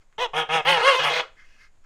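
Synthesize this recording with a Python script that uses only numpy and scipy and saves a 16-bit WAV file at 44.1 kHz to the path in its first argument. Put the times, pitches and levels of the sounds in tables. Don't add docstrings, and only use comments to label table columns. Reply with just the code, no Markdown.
import sys
import numpy as np
from scipy import signal
from scipy.fft import rfft, irfft, next_fast_len
from scipy.io import wavfile
from scipy.ndimage import uniform_filter1d

SR = 44100
rng = np.random.default_rng(int(sys.argv[2]) if len(sys.argv) > 2 else 0)


def inscribe(sig):
    pcm = np.round(np.clip(np.atleast_2d(sig).T, -1, 1) * 32767)
    wavfile.write(sys.argv[1], SR, pcm.astype(np.int16))


def invert_db(x):
    u = np.asarray(x, float) / 20
    return 10 ** u


N = 81585

JITTER = .035
DARKER = 0.13
CLEAR_PARTIALS = 19


def level(x, db):
    return x * invert_db(db) / np.sqrt(np.mean(x ** 2))


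def filt(x, shape):
    n = next_fast_len(len(x) + 4096)
    f = np.arange(n // 2 + 1) * SR / n + 0.00077
    return irfft(rfft(x, n) * shape(f), n)[:len(x)]


def band(f, hz, width):
    return 1 / (1 + 1j * (f / hz - hz / f) * hz / width)


def walk(n, rate):
    k = max(int(SR / rate), 1)
    smooth = uniform_filter1d(uniform_filter1d(rng.standard_normal(SR // 4), k), k)
    return level(smooth[:n], 0)


def flicker(db):
    knots_db = rng.standard_normal(24)
    return invert_db(db * np.interp(np.arange(N), np.linspace(0, N, 24), knots_db))


def yard():
    # hz, density_db
    air_curve = [(35, -37.5), (60, -7), (282, -18), (1520, -22.5), (5550, -35), (7000, -30), (15000, -53)]
    curve_hz, curve_db = np.transpose(air_curve)

    def noise(shape, db):
        return level(filt(rng.standard_normal(N), shape), db)

    air = noise(lambda f: invert_db(np.interp(np.log(f), np.log(curve_hz), curve_db)) * (f > 50), -69)
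    insects = noise(lambda f: band(f, 6900, 1000) ** 2, -82.5)
    wind = noise(lambda f: band(f, 13, 6.4) ** 2, -52)
    rumble = noise(lambda f: band(f, 35.7, 36) ** 2, -71)
    return air * flicker(1.0) + insects * flicker(1.8) + wind + rumble * flicker(3)


def flutter(length_s, u, phase, flutter_hz, rough):
    if not flutter_hz:
        return np.exp(1j * phase / 3)
    start_dip = 0.16 * np.exp(-u * length_s / 0.018)
    hz = flutter_hz * (1 - start_dip) * (1 + JITTER * rough * walk(len(u), 56))
    return np.exp(2j * np.pi * np.cumsum(hz) / SR)


def membrane(phase, turn, loss_db, rough, sides):
    n = len(phase)
    side_wander_db, smear, wander_hz = 5, .42, 160
    k = np.arange(1, 37)[:, None]

    def twist():
        fixed = np.exp(1j * rng.uniform(-np.pi, np.pi, k.shape) * np.minimum(k / 4, 1))
        drift = [invert_db(side_wander_db * rough * walk(n, 80)) * np.exp(2j * rough * walk(n, 80))
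                 for _ in range(6)]
        return fixed * np.tile(drift, (6, 1))

    shake = 1 + invert_db(sides[0]) * turn * twist()
    shake = shake + invert_db(sides[1]) * turn ** 2 * twist()
    shake = shake + invert_db(sides[2]) / turn * twist()
    height = (k / CLEAR_PARTIALS) ** 2
    wander = np.array([walk(n, r) + 1j * walk(n, r) for r in wander_hz * (1 + height[:, 0])])
    wander = wander * np.minimum(smear * rough * k + height, 2)
    steady = np.sqrt(1 + np.mean(abs(wander) ** 2, axis=1, keepdims=True))
    spread = rng.uniform(-np.pi, np.pi, k.shape) * np.minimum(k / 8, 1)
    gain = invert_db(-loss_db * DARKER * np.minimum(k, CLEAR_PARTIALS))
    partials = shake * gain * np.exp(1j * (k * phase + spread)) * (1 + wander) / steady
    return partials.sum(axis=0).real


def gated_air(phase, loss_db):
    puffs = rng.standard_normal(len(phase)) * (2.9 + np.cos(phase)) * invert_db(-loss_db * DARKER * 11)
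    return filt(puffs, lambda f: 1 / (1 + 1390 / (1j * f)) ** 2)


def windpipe(x, pipe_db):
    # centre_hz, width_hz
    resonances = [(500, 220), (900, 450), (1300, 360), (1710, 103), (2100, 91), (2550, 121), (2900, 140),
                  (3290, 199), (4100, 870), (5200, 2380), (6500, 3500), (8900, 3000), (12500, 8200)]
    throat_top_hz, beak_top_hz, low_cut_hz = 6000, 11100, 380

    def shape(f):
        total = 0
        for j, ((hz, width_hz), db) in enumerate(zip(resonances, pipe_db)):
            throat = (1 + 1j * f / throat_top_hz * (hz < throat_top_hz)) ** 2
            total = total + (-1) ** j * invert_db(db) * band(f, hz, width_hz) / throat
        c = low_cut_hz / (1j * f)
        return total / (1 + c ** 2 + 1.244 * c) ** 2 / (1 + 1j * f / beak_top_hz) ** 2

    return filt(x, shape)


def honk(length_s, swell_db, top_hz, place, rise, fall, flutter_hz, rough, sides, pipe_db, edge_s):
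    arch_power, shimmer_db, air_db, murk_db = 1.6, 1, 5.5, -25
    attack_s, release_s = .0015 + edge_s, .009 + edge_s
    n = int(np.clip(length_s, .02, .2) * SR)
    u = np.arange(n) / n
    bow = np.where(u < place, (place - u) / place, (u - place) / (1 - place))
    bow = np.abs(bow) ** arch_power
    loss_db = swell_db * bow

    jitter = JITTER * rough ** 2 * walk(n, 500) + JITTER * rough * walk(n, 120) / 4
    hz = top_hz * (1 - np.where(u < place, rise, fall) * bow) * (1 + jitter)
    phase = 2 * np.pi * np.cumsum(hz) / SR
    turn = flutter(length_s, u, phase, flutter_hz, rough)

    pulses = level(membrane(phase, turn, loss_db, rough, sides), 0)
    source = pulses * invert_db(shimmer_db * rough * walk(n, 130))
    source = source + level(gated_air(phase, loss_db), air_db) * rough
    edges = np.minimum(u * length_s / attack_s, (1 - u) * length_s / release_s)
    env = invert_db(-loss_db) * np.clip(edges, 0, 1)

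    pad = np.zeros(1500)
    voice = windpipe(np.append(source * env, pad), pipe_db)
    voice = voice / np.sqrt(np.mean(voice[:n] ** 2) / np.mean(env ** 2))
    murk = filt(rng.standard_normal(n), lambda f: band(f, 380, 180) ** 2)
    murk = env * level(murk, murk_db + sides[3] / 2)
    hum = invert_db(sides[3] - 12.0) * env ** 1.2 * (turn.real + 0.2 * (turn ** 2).real)
    return voice + np.append(murk + hum, pad)


def geese():
    # start_s, length_s, level_db, swell_depth_db
    calls = [(0.18, 0.091, -23, 5), (0.332, 0.11, -21.5, 8.5), (.487, 0.13, -20, 8), (0.648, 0.146, -16, 8),
             (0.769, 0.051, -24.5, -0.5), (0.81, .155, -18, 5), (0.923, 0.079, -22.5, 3),
             (0.985, 0.077, -23.5, -4.5), (1.03, 0.077, -21, -0.5), (1.085, 0.14, -23, 2.5),
             (0, 0.046, -60.5, 12), (1.351, 0.12, -53.5, 1.5), (1.422, 0.22, -62, 0),
             (1.578, 0.11, -54.5, -1.5), (1.815, 0.069, -61.5, 10), (0.843, 0.07, -22.5, 10.5),
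             (1.199, 0.11, -39, 31)]
    # top_hz, top_place_0_1, rise_share, fall_share, flutter_hz (0: locked to pitch / 3)
    pitches = [(506, .49, .19, .16, 200), (480, .5, .11, .05, 0), (490, .48, .08, .1, 0),
               (549, .36, .18, .19, 166), (470, .5, .03, .04, 141), (556, .43, .27, .21, 150),
               (517, .4, .03, .01, 160), (484, .4, .03, .04, 152), (578, .3, .05, .08, 152),
               (497, .55, .05, .03, 156), (520, .2, .02, .02, 150), (525, .4, .03, .06, 150),
               (540, .5, .06, .02, 150), (532, .55, .03, .03, 150), (520, .6, .02, .02, 150),
               (485, .5, .04, .04, 150), (640, .2, .02, .2, 150)]
    roughness = (.25, .38, .15, .23, .35, .2, .18, .6, .55, .6, .8, .66, .85, .66, .8, .62, .9)
    # upper_sideband_db, second_sideband_db, lower_sideband_db, hum_db
    voices = [(-11, -20, -18, -45), (-9, -1, -8, -6), (-6, 1, -6, -5), (-10, 3, -12, -8),
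              (-8, -10, -12, -12), (-18, -20, -18, -30), (-18, -20, -20, -40), (-3, -6, -6, -10),
              (2, 1, -8, -8), (-5, -6, -8, -14)] + [(-6, -6, -6, -40)] * 7
    callers = (0, 1, 9, 2, 5, 3, 8, 6, 10, 11, 4, 12, 7, 13, 4, 14, 14)
    birds_db = [(3.5, 4.5, -17.5, -4, -0.5, 0, 1.5, 5.5, -13.5, -19.5, -22.5, -25.5, -41),
                (0.5, 0, 0.5, 1.5, -4, 0.5, -1, 1, -24, -20, -27, -21.5, -46.5),
                (-3, -2, -3.5, -2, 1, -1.5, 2, -2, -10.5, -16, -26, -21.5, -39.5),
                (3, 4, 4, 0.5, 4, 2.5, 7, 2, -4, -10.5, -17.5, -16, -47.5),
                (-13.5, -1.5, 14, 15, 6, 11, -7, 6, 0, 4, -25.5, -32.5, -53.5),
                (-2.5, -3, -3.5, -0.5, -7.5, -6.5, -11.5, -15, -12, -19.5, -26, -28.5, -46),
                (-5, -6, -5.5, -2.5, -7.5, -5, -4, -4, -13.5, -18, -32.5, -33, -46.5),
                (-20, -14, -8.5, 1.5, 0, 0, -5, -11.5, -9, -9.5, -23.5, -33, -50.5),
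                (-7, 1.5, -15, -22, -5, -5.5, -8.5, 2, -30.5, -30, -28.5, -42, -60),
                (0.5, 1, -1, 2, -0.5, 3.5, 2, 1, -24.5, -21.5, -22.5, -19.5, -42),
                (-4, -0.5, -3, -7.5, 1.5, -1.5, -1.5, -6, -19.5, -18.5, -33, -24.5, -51.5),
                (-3.5, -5.5, -5, -1.5, -2, -5, -9, -4, -9.5, -16.5, -26.5, -30, -46.5),
                (-32, -27, 0, 12.5, 11.5, -4.5, -14, -2, -24, -8, -24.5, -29, -54.5),
                (-21, -13.5, 2.5, 13, 12, 4, 0, -19, -17, -1.5, -19.5, -37, -52),
                (-3, -7, 0, 3.5, 2.5, -10, -10.5, -7.5, -19, -18.5, -28.5, -31.5, -42.5)]
    out = np.zeros(N + SR)
    for call, pitch, rough, sides, bird in zip(calls, pitches, roughness, voices, callers):
        start_s, length_s, db, swell_db = call
        edge_s = .035 if rough > .65 else .014 if rough > .45 else 0
        sound = invert_db(db) * honk(length_s, swell_db, *pitch, rough, sides, birds_db[bird], edge_s)
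        i = max(int(start_s * SR), 0)
        out[i:i + len(sound)] += sound
    return out[:N]


def ticks():
    # start_s, level_db
    steps = [
        (.127, -44),
        (.07, -60),
        (.103, -62),
    ]

    def impulse(start_s, gain):
        return gain * (np.arange(N) == int(start_s * SR))

    feet = np.zeros(N)
    for start_s, db in steps:
        feet[int(start_s * SR)] = invert_db(db) * 8
    feet = filt(feet, lambda f: band(f, 1530, 1500) ** 2)
    puff = filt(impulse(.183, invert_db(-32) * 30), lambda f: band(f, 160.6, 130) ** 2)
    beak = filt(impulse(.654, invert_db(-22.5)), lambda f: band(f, 13500, 9000) ** 2)
    return feet + puff + beak


def pen(x):
    t = np.arange(SR // 2) / SR
    stir_hz, stir_share = 90, .85

    def tail(db, t60_s):
        unit = np.sqrt(2 * np.log(1000) / t60_s / SR)
        return invert_db(db) * rng.standard_normal(len(t)) * invert_db(-60 * t / t60_s) * (t > .003) * unit

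    echo = filt(tail(-9, 0.12) + tail(-9, 0.27), lambda f: band(f, 1300, 5100))
    stir = level(filt(rng.standard_normal(N), lambda f: 1 / (1 + 1j * f / stir_hz) ** 4), 0)
    stir = stir * stir_share + np.sqrt(1 - stir_share ** 2)
    direct = filt(x, lambda f: 1 - .8 * band(f, 7500, 1300))
    return direct + signal.fftconvolve(x * stir, echo)[:N]


def scene():
    return (pen(geese() + ticks()) + yard())[None]


def band_limit(x):
    return signal.sosfilt(signal.butter(12, 15720, fs=SR, output="sos"), x)


def record(dry):
    top_cut = signal.ellip(8, .2, 80, 15500, fs=SR, output="sos")
    return band_limit(signal.sosfilt(top_cut, dry))


dry = scene()
out = record(dry)
inscribe(out)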